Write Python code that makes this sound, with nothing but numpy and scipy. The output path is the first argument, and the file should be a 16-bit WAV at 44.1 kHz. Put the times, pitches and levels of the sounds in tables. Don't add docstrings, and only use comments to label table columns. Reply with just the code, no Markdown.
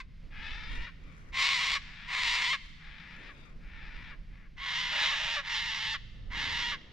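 import sys
import numpy as np
from scipy import signal
from scipy.fft import rfft, irfft, next_fast_len
from scipy.io import wavfile
from scipy.ndimage import uniform_filter1d

SR = 44100
rng = np.random.default_rng(int(sys.argv[2]) if len(sys.argv) > 2 else 0)


def file_out(sig):
    cols = np.atleast_2d(sig).T
    lim = np.clip(cols, -1, 1)
    pcm = np.round(lim * 32767).astype(np.int16)
    wavfile.write(sys.argv[1], SR, pcm)


N = 305552
TIME = np.arange(N) / SR

# caller, start_s, break_s, end_s, swell_s, level_db, crescendo_db, push_s, push_db,
# treble_share_db, pitch_hz, glide_hz_per_s, roughness (0-1), clearing (0-1, before the break),
# left_minus_right_db, first_lag_s, last_lag_s, bounce_strength (0-1; the last three: bounce off the sand)
# The "far" row at 3.3 s is only a very faint screech-like trace on the left.
SCREECHES = [ ("shrill", -.45, -0.031, 0.027, .06, -33, -4.5, -.2, 5, -7.5, 1000, 0, .6, .4, 1, 0.00256, .003, 1),
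             ("far", .3, .868, .912, 0.053, -45.5, -1.6, 0.49, 2.8, -6.5, 890, 190, .8, 0.36, 5, .00243, 0.002074, 0.58),
             ("far", 1.0, 1.3, 1.33, .04, -71, -2, 1.08, 4.1, -14, 1200, -31, 0.98, 0.093, 17, 0.00082, 0.00101, .8),
             ("shrill", 1.319, 1.752, 1.79, 0.04, -29.4, -1.2, 1.442, 3, -3.5, 1035, 130, .8, 0.091, 0.83, .0064, .0062, 0.27),
             ("far", 1.76, 2.1, 2.14, 0.042, -52, 4, 1.99, 0.89, -8, 888, 102, 1, 0.308, 5.9, 0.0009, 0.00052, .05),
             ("shrill", 2.065, 2.529, 2.57, 0.042, -30.5, 1.7, 2.3, 2.25, -4.5, 990, -41, .76, 0.736, 1, 0.00232, 0.00223, 0.086),
             ("far", 2.76, 3.29, 3.34, 0.048, -52.5, 2.2, 2.97, 0.67, -8.5, 870, 75, .85, .3, 6.5, 0.004, .00246, .07),
             ("far", 3.3, 3.45, 3.56, .03, -67.5, -1, 3.4, 1.7, -6, 903, 150, .85, .2, 19.7, 0.0008, .00088, 0.55),
             ("far", 3.59, 4.112, 4.16, 0.067, -52, 3, 3.85, 1.2, -10.5, 893, 110, .87, .3, 4.5, 0.00224, 0.00217, 0.2),
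             ("far", 4.27, 4.455, 4.49, 0.033, -64, 0.81, 4.38, 2, -22, 850, 150, 1, .1, 5.3, 0.0011, .00096, .1),
             ("hoarse", 4.562, 5.114, 5.17, 0.0546, -34.5, 1.5, 4.78, 2.9, -4, 990, -40, .7, .3, -.6, .0044, 0.0054, 0.22),
             ("gruff", 4.89, 5.364, 5.428, 0.044, -32.5, -1.1, 5.04, 2.8, -3.5, 900, 27.7, .76, 0.18, -.8, 0.00228, 0.00235, 0.1),
             ("hoarse", 5.42, 5.941, 5.976, 0.044, -34.6, 0, 5.55, 2.3, -3, 918, -100, 0.624, .75, -1.1, 0.0048, .0046, 0.22),
             ("hoarse", 6.296, 6.716, 6.772, 0.035, -34.5, -.5, 6.61, 1, -4, 935, -29.5, .6, .55, -1.2, 0.003, 0.00197, 0.11)]
# frequency_hz, gain_db
SHRILL_THROAT = [(300, -27), (620, -23), (800, -15), (1080, -8), (1500, -11.5), (2150, 3.5), (2420, -2.5),
                 (3000, -3.5), (3950, -4.5), (4500, -8), (5500, -14), (7800, -23.5), (9300, -35),
                 (13500, -47)]
HOARSE_THROAT = [(300, -24.5), (620, -20), (880, -8.5), (1150, -6), (1500, -5.5), (2130, 5.5), (2450, -6),
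                 (2850, 1.5), (3850, -1), (4450, -7.5), (5500, -12), (7600, -26), (9000, -43.5),
                 (13500, -47)]
GRUFF_THROAT = [(300, -55), (560, -4.5), (880, -7.5), (1150, -3.5), (1500, -2), (1950, 5), (2450, 2.5),
                (2850, 3.5), (3800, 4.5), (4450, -6.5), (5500, -7), (7600, -20.5), (9000, -40),
                (13500, -42.5)]
FAR_THROAT = [(300, -33.5), (700, -15), (900, -14), (1120, -9), (1500, -4), (1900, 0), (2350, 0.5),
              (3100, -6), (3600, -3), (4200, -12.5), (5200, -14.5), (6300, -28.5), (9000, -45),
              (13500, -69)]
# centre_hz, width_hz
WAVERING_MODES = [(2800, 300), (3250, 350), (3750, 400), (4800, 500), (5600, 600)]
# frequency_hz, left_lead_rad
AHEAD_PHASE = [(500, 0.21), (1000, -0.064), (1640, -0.55), (2240, -0.97), (2760, -0.86), (3050, 0.38),
               (4200, -0.36), (6400, -0.67), (8500, -0.64)]
RIGHT_PHASE = [(500, -0.47), (1000, -0.28), (1900, -0.92), (2330, -1.4), (2760, 0.054), (4300, -1.1),
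               (6200, -0.89), (8200, -1.3)]
FAR_PHASE = [(690, .1), (1290, .2), (2580, -.2), (6200, 0)]
# peak_s, length_s, buffet_db, thud_db, rush_db
GUSTS = [(0.124, 0.12, -46.5, -55, -82), (0.532, 0.28, -41, -56, -61.5), (0.758, 0.16, -37, -52.5, -58.5),
         (1.156, 0.4, -47.5, -56.5, -60), (2.898, 0.12, -52, -72, -80), (3.267, .32, -54, -66, -56.5),
         (3.54, 0.19, -45, -61, -62), (4.015, 0.42, -44.5, -58, -64.5), (4.5, 0.38, -52, -65, -75.5),
         (4.985, 0.22, -60, -72, -61.5), (5.588, 0.15, -47.5, -52.5, -66.5), (5.883, 0.088, -50, -51, -61),
         (6.22, 0.44, -45.5, -50, -67), (6.466, 0.23, -56, -52, -56.5), (6.79, 0.36, -59, -61.5, -59)]
# buffet_db, thud_db, rush_db
BREEZE = (-52.5, -67, -73)
# peak_s, length_s, level_db
GRASS_BRUSHES = [(0.75, 0.14, -56), (1.183, 0.34, -66), (1.29, 0.0053, -58), (2.645, 0.21, -64),
                 (3.205, .2, -68), (3.423, 0.25, -66.5)]
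# frequency_hz, gain_db
BUFFET_COLOUR = [(12, 4), (20, 13), (42, 8.5), (65, -3), (110, -19), (250, -55), (700, -100)]
THUD_COLOUR = [(40, -20), (70, 0), (110, -4.5), (170, -11.5), (300, -27), (800, -100)]
RUSH_COLOUR = [(120, -18), (250, 2), (400, -6), (520, -5.5), (750, -14), (1500, -14), (4000, -52),
               (10000, -70)]
GRASS_COLOUR = [(300, -28), (800, -9), (1500, 3), (4000, -22), (6000, -13), (8500, -22), (13000, -31)]
SURF_COLOUR = [(60, -1), (110, -7), (160, 2), (230, -9.5), (350, -26), (750, -40.5), (2000, -23.5),
               (5000, -33), (8500, -53), (13500, -54.5)]

ONSET_DB, ONSET_DULL_DB, ONSET_ROUGH = 15.5, 7, 0.371
WAVER_PER_S, WAVER_HZ, WAVER_DB = 24, 25.98, 0.54
PUSH_WIDTH_S, TREBLE_DB_PER_EFFORT_DB = 0.07, 0.49
STRAIN_S, STRAIN_HZ, STRAIN_DB = 0.0547, 35.1, 0.98
BREAK_FADE_S, BROKEN_HZ, BROKEN_SAG_HZ, BROKEN_ROUGH = 0.0065, 615.3, 125, .25
CLOSING_DB, CLOSING_DULL_DB = 25, 2.5
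SIDE_SIGN = np.array([[1], [-1]])


def cockatoo(name, throat, left_lead):
    sound = sum(screech(call, throat) for caller, *call in SCREECHES if caller == name)
    size = 2 * next_fast_len(N // 2 + 2048, real=True)
    port_shift = np.exp(.5j * on_bins(left_lead, size) * SIDE_SIGN)
    return irfft(rfft(sound, size) * port_shift, size)[:, :N]


def screech(call, throat, hiss_db=-9, treble_hz=2600, rise_s=0.02, fall_s=0.0087):
    *gesture, pan_db, first_lag_s, last_lag_s, bounce_strength = call
    start_s, _, end_s = gesture[:3]
    start, end = max(int(start_s * SR), 0), int(end_s * SR)
    t = TIME[start:end]
    hz, rough, level_db, treble_share_db = voice(t, *gesture)
    pulses = unit(syrinx(hz, rough))
    puff_envelope = signal.lfilter([1], [1, -np.exp(-1 / 20)], pulses)
    puffs = unit(puff_envelope * rng.standard_normal(len(t)))
    sound = vocal_tract(pulses + undb(hiss_db) * rough * puffs, throat, hz)
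    sound = sand_bounce(sound, first_lag_s, last_lag_s, bounce_strength)
    low = signal.sosfiltfilt(signal.butter(4, treble_hz, fs=SR, output="sos"), sound)
    treble_share = np.clip(undb(treble_share_db) ** 2, .01, .9)
    sound = np.sqrt(1 - treble_share) * unit(low) + np.sqrt(treble_share) * unit(sound - low)
    sound /= np.sqrt(uniform_filter1d(sound ** 2, size=900) + 1e-12)
    gate = np.clip((t - start_s) / rise_s, 0, 1) * np.clip((end_s - t) / fall_s, 0, 1)
    out = np.zeros((2, N))
    out[:, start:end] = sound * gate * undb(level_db) * undb(pan_db * SIDE_SIGN / 2)
    return out


def voice(t, start_s, break_s, end_s, swell_s, level_db, crescendo_db, push_s, push_db, treble_share_db,
          pitch_hz, glide_hz_per_s, roughness, clearing):
    slack = np.exp(-(np.maximum(t - start_s, 0) / swell_s) ** 1.3)
    strain = np.exp(-(np.minimum(t - break_s, 0) / STRAIN_S) ** 2)
    broken = np.clip((t - break_s) / BREAK_FADE_S + .5, 0, 1)
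    closing = np.clip((t - break_s) / (end_s - break_s), 0, 1)
    from_middle_s = np.minimum(t, break_s) - (start_s + break_s) / 2
    held_hz = pitch_hz + glide_hz_per_s * from_middle_s + STRAIN_HZ * strain ** 2
    held_hz += WAVER_HZ * wander(WAVER_PER_S, len(t))
    held_rough = (roughness + ONSET_ROUGH * slack) * (1 - clearing * strain)
    held_db = level_db + crescendo_db * from_middle_s / (break_s - start_s)
    held_db += WAVER_DB * wander(WAVER_PER_S, len(t))
    hz = (1 - broken) * held_hz + broken * (BROKEN_HZ - BROKEN_SAG_HZ * closing)
    rough = (1 - broken) * held_rough + broken * BROKEN_ROUGH
    effort_db = push_db * np.exp(-((t - push_s) / PUSH_WIDTH_S) ** 2) + STRAIN_DB * strain
    db = held_db + effort_db - ONSET_DB * slack - CLOSING_DB * closing ** 3
    dull_db = ONSET_DULL_DB * np.sqrt(slack) + CLOSING_DULL_DB * closing
    return hz, rough, db, treble_share_db + TREBLE_DB_PER_EFFORT_DB * effort_db - dull_db


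def syrinx(hz, rough, wobble=.095, jitter=0.073, scatter_db=3.5, limp=0.49, rasp_db=1.5):
    count = len(hz)
    rough = np.clip(rough * np.exp(.22 * wander(60, count)), 0, 1.2)
    rate_shake = .036 * wander(110, count) + wobble * wander(700, count)
    cycles = np.cumsum(hz * np.exp(rough * rate_shake)) / SR
    slap_at = np.interp(np.arange(1, int(cycles[-1])), cycles, np.arange(count))
    i = slap_at.astype(int)
    late, strength, slip = rng.standard_normal((len(slap_at), 3)).T
    late, strength = recur(late, memory=.75), recur(strength, memory=.7)
    turns = np.cumprod(np.where(slip > .9, 1, -1))
    force = undb(scatter_db * rough[i] * 2 * np.tanh(strength / 2)) * (1 + limp * rough[i] * turns)
    late_cycles = (0.023 + jitter * rough[i]) * late
    slap_at = np.clip(slap_at + late_cycles * SR / hz[i], 0, count - 2)
    i, fraction = slap_at.astype(int), slap_at % 1
    pulses = np.bincount(i, force * (1 - fraction), count) + np.bincount(i + 1, force * fraction, count)
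    return pulses * undb(rasp_db * rough * wander(260, count))


def vocal_tract(source, throat, pitch_hz, beak_hz=1300, beak_db=7):
    sound = waver_treble(resonate(source, throat))
    for mode_hz, width_hz in [(2100, 1100), (3900, 880)]:
        sound = sound - 2 * ring(sound, mode_hz, width_hz)
    closing = np.clip((800 - pitch_hz) / 200, 0, 1)
    return sound + closing * undb(beak_db) * ring(sound, beak_hz, width_hz=750)


def waver_treble(sound, depth=.27, waver_per_s=35.15):
    return sound + sum(depth * wander(waver_per_s, len(sound)) * ring(sound, hz, width_hz)
                       for hz, width_hz in WAVERING_MODES)


def sand_bounce(sound, first_lag_s, last_lag_s, strength):
    n = np.arange(len(sound))
    lag_samples = SR * np.linspace(first_lag_s, last_lag_s, len(n))
    return sound + strength * np.interp(n - lag_samples, n, sound, left=0)


def dune_echo(sound, t60_s, build_s, dull_hz, side_db):
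    t = TIME[:2 * SR]
    envelope = (1 - np.exp(-t / build_s)) * np.exp(-np.log(1000) * t / t60_s)
    mid, side = rng.standard_normal((2, len(t))) * envelope
    echo = mid + undb(side_db) * side * SIDE_SIGN
    echo /= np.sqrt(np.sum(echo ** 2) / 2)
    dull = signal.sosfilt(signal.butter(2, dull_hz, fs=SR, output="sos"), sound.mean(axis=0))
    return signal.fftconvolve(dull[None], echo, axes=1)[:, :N]


def wind(flutter_db=2.5, flutter_per_s=12):
    power = undb(BREEZE)[:, None] ** 2
    for peak_s, length_s, *gust_db in GUSTS:
        power = power + undb(gust_db)[:, None] ** 2 * swell(peak_s, length_s)
    push, eddy, flow = np.sqrt(power) * undb(flutter_db * wander(flutter_per_s, N))
    buffet = stereo_noise(BUFFET_COLOUR, side_db=-10) * push
    thud = stereo_noise(THUD_COLOUR, side_db=-12) * eddy
    rush = stereo_noise(RUSH_COLOUR, side_db=-5) * flow
    return (buffet + thud) * undb([[-1.3], [1.1]]) + rush


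def grass(flicker_db=3):
    brushing = sum(undb(db) * swell(peak_s, length_s) for peak_s, length_s, db in GRASS_BRUSHES)
    return stereo_noise(GRASS_COLOUR, side_db=5) * brushing * undb(flicker_db * wander(150, N))


def surf(level_db=-57.0, waver_db=1.5):
    return stereo_noise(SURF_COLOUR, side_db=-16.5) * undb(level_db + waver_db * wander(13, N))


def undb(db):
    return 10 ** (np.asarray(db) / 20)


def unit(x):
    return x / np.sqrt(np.mean(x ** 2) + 1e-20)


def swell(peak_s, length_s):
    return np.exp(-(2 * (TIME - peak_s) / length_s) ** 2)


def wander(per_s, count):
    steps = np.arange(count) * per_s / SR
    return unit(np.interp(steps, np.arange(count // 8), rng.standard_normal(count // 8)))


def recur(chance, memory, period=4):
    return signal.lfilter([np.sqrt(1 - memory ** 2)], np.r_[1, np.zeros(period - 1), -memory], chance)


def on_bins(points, size):
    hz, value = np.transpose(points)
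    bin_hz = np.arange(size // 2 + 1) * SR / size
    return np.interp(np.log(bin_hz + 1), np.log(hz), value)


def resonate(x, colour, size=1024):
    cepstrum = irfft(np.log(undb(on_bins(colour, size))))
    cepstrum[1:size // 2] *= 2
    cepstrum[size // 2 + 1:] = 0
    impulse_response = irfft(np.exp(rfft(cepstrum)))
    return signal.fftconvolve(x, impulse_response)[:len(x)]


def ring(x, hz, width_hz):
    return signal.lfilter(*signal.iirpeak(hz, hz / width_hz, fs=SR), x)


def stereo_noise(colour, side_db):
    size = next_fast_len(N, real=True)
    spectrum = rfft(rng.standard_normal((2, size))) * undb(on_bins(colour, size))
    mid, side = irfft(spectrum, size)[:, :N]
    return unit(mid + undb(side_db) * side * SIDE_SIGN)


def scene():
    near = (cockatoo("shrill", SHRILL_THROAT, AHEAD_PHASE)
            + cockatoo("hoarse", HOARSE_THROAT, RIGHT_PHASE)
            + cockatoo("gruff", GRUFF_THROAT, RIGHT_PHASE))
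    far = cockatoo("far", FAR_THROAT, FAR_PHASE)
    to_ground = undb(-10.5) * near + undb(-8.0) * far
    to_slopes = undb(-18.5) * near + undb(-15) * far
    ground = dune_echo(to_ground, t60_s=0.12, build_s=0.00084, dull_hz=11000, side_db=-3.5)
    slopes = dune_echo(to_slopes, t60_s=1.5, build_s=0.018, dull_hz=7500, side_db=-4.5)
    slopes = signal.sosfilt(signal.butter(2, 1300, "high", fs=SR, output="sos"), slopes)
    return near + far + ground + slopes + wind() + surf() + grass()


def record(dry):
    return signal.sosfilt(signal.ellip(8, .2, 70, 13800, fs=SR, output="sos"), dry)


dry = scene()
out = record(dry)
file_out(out)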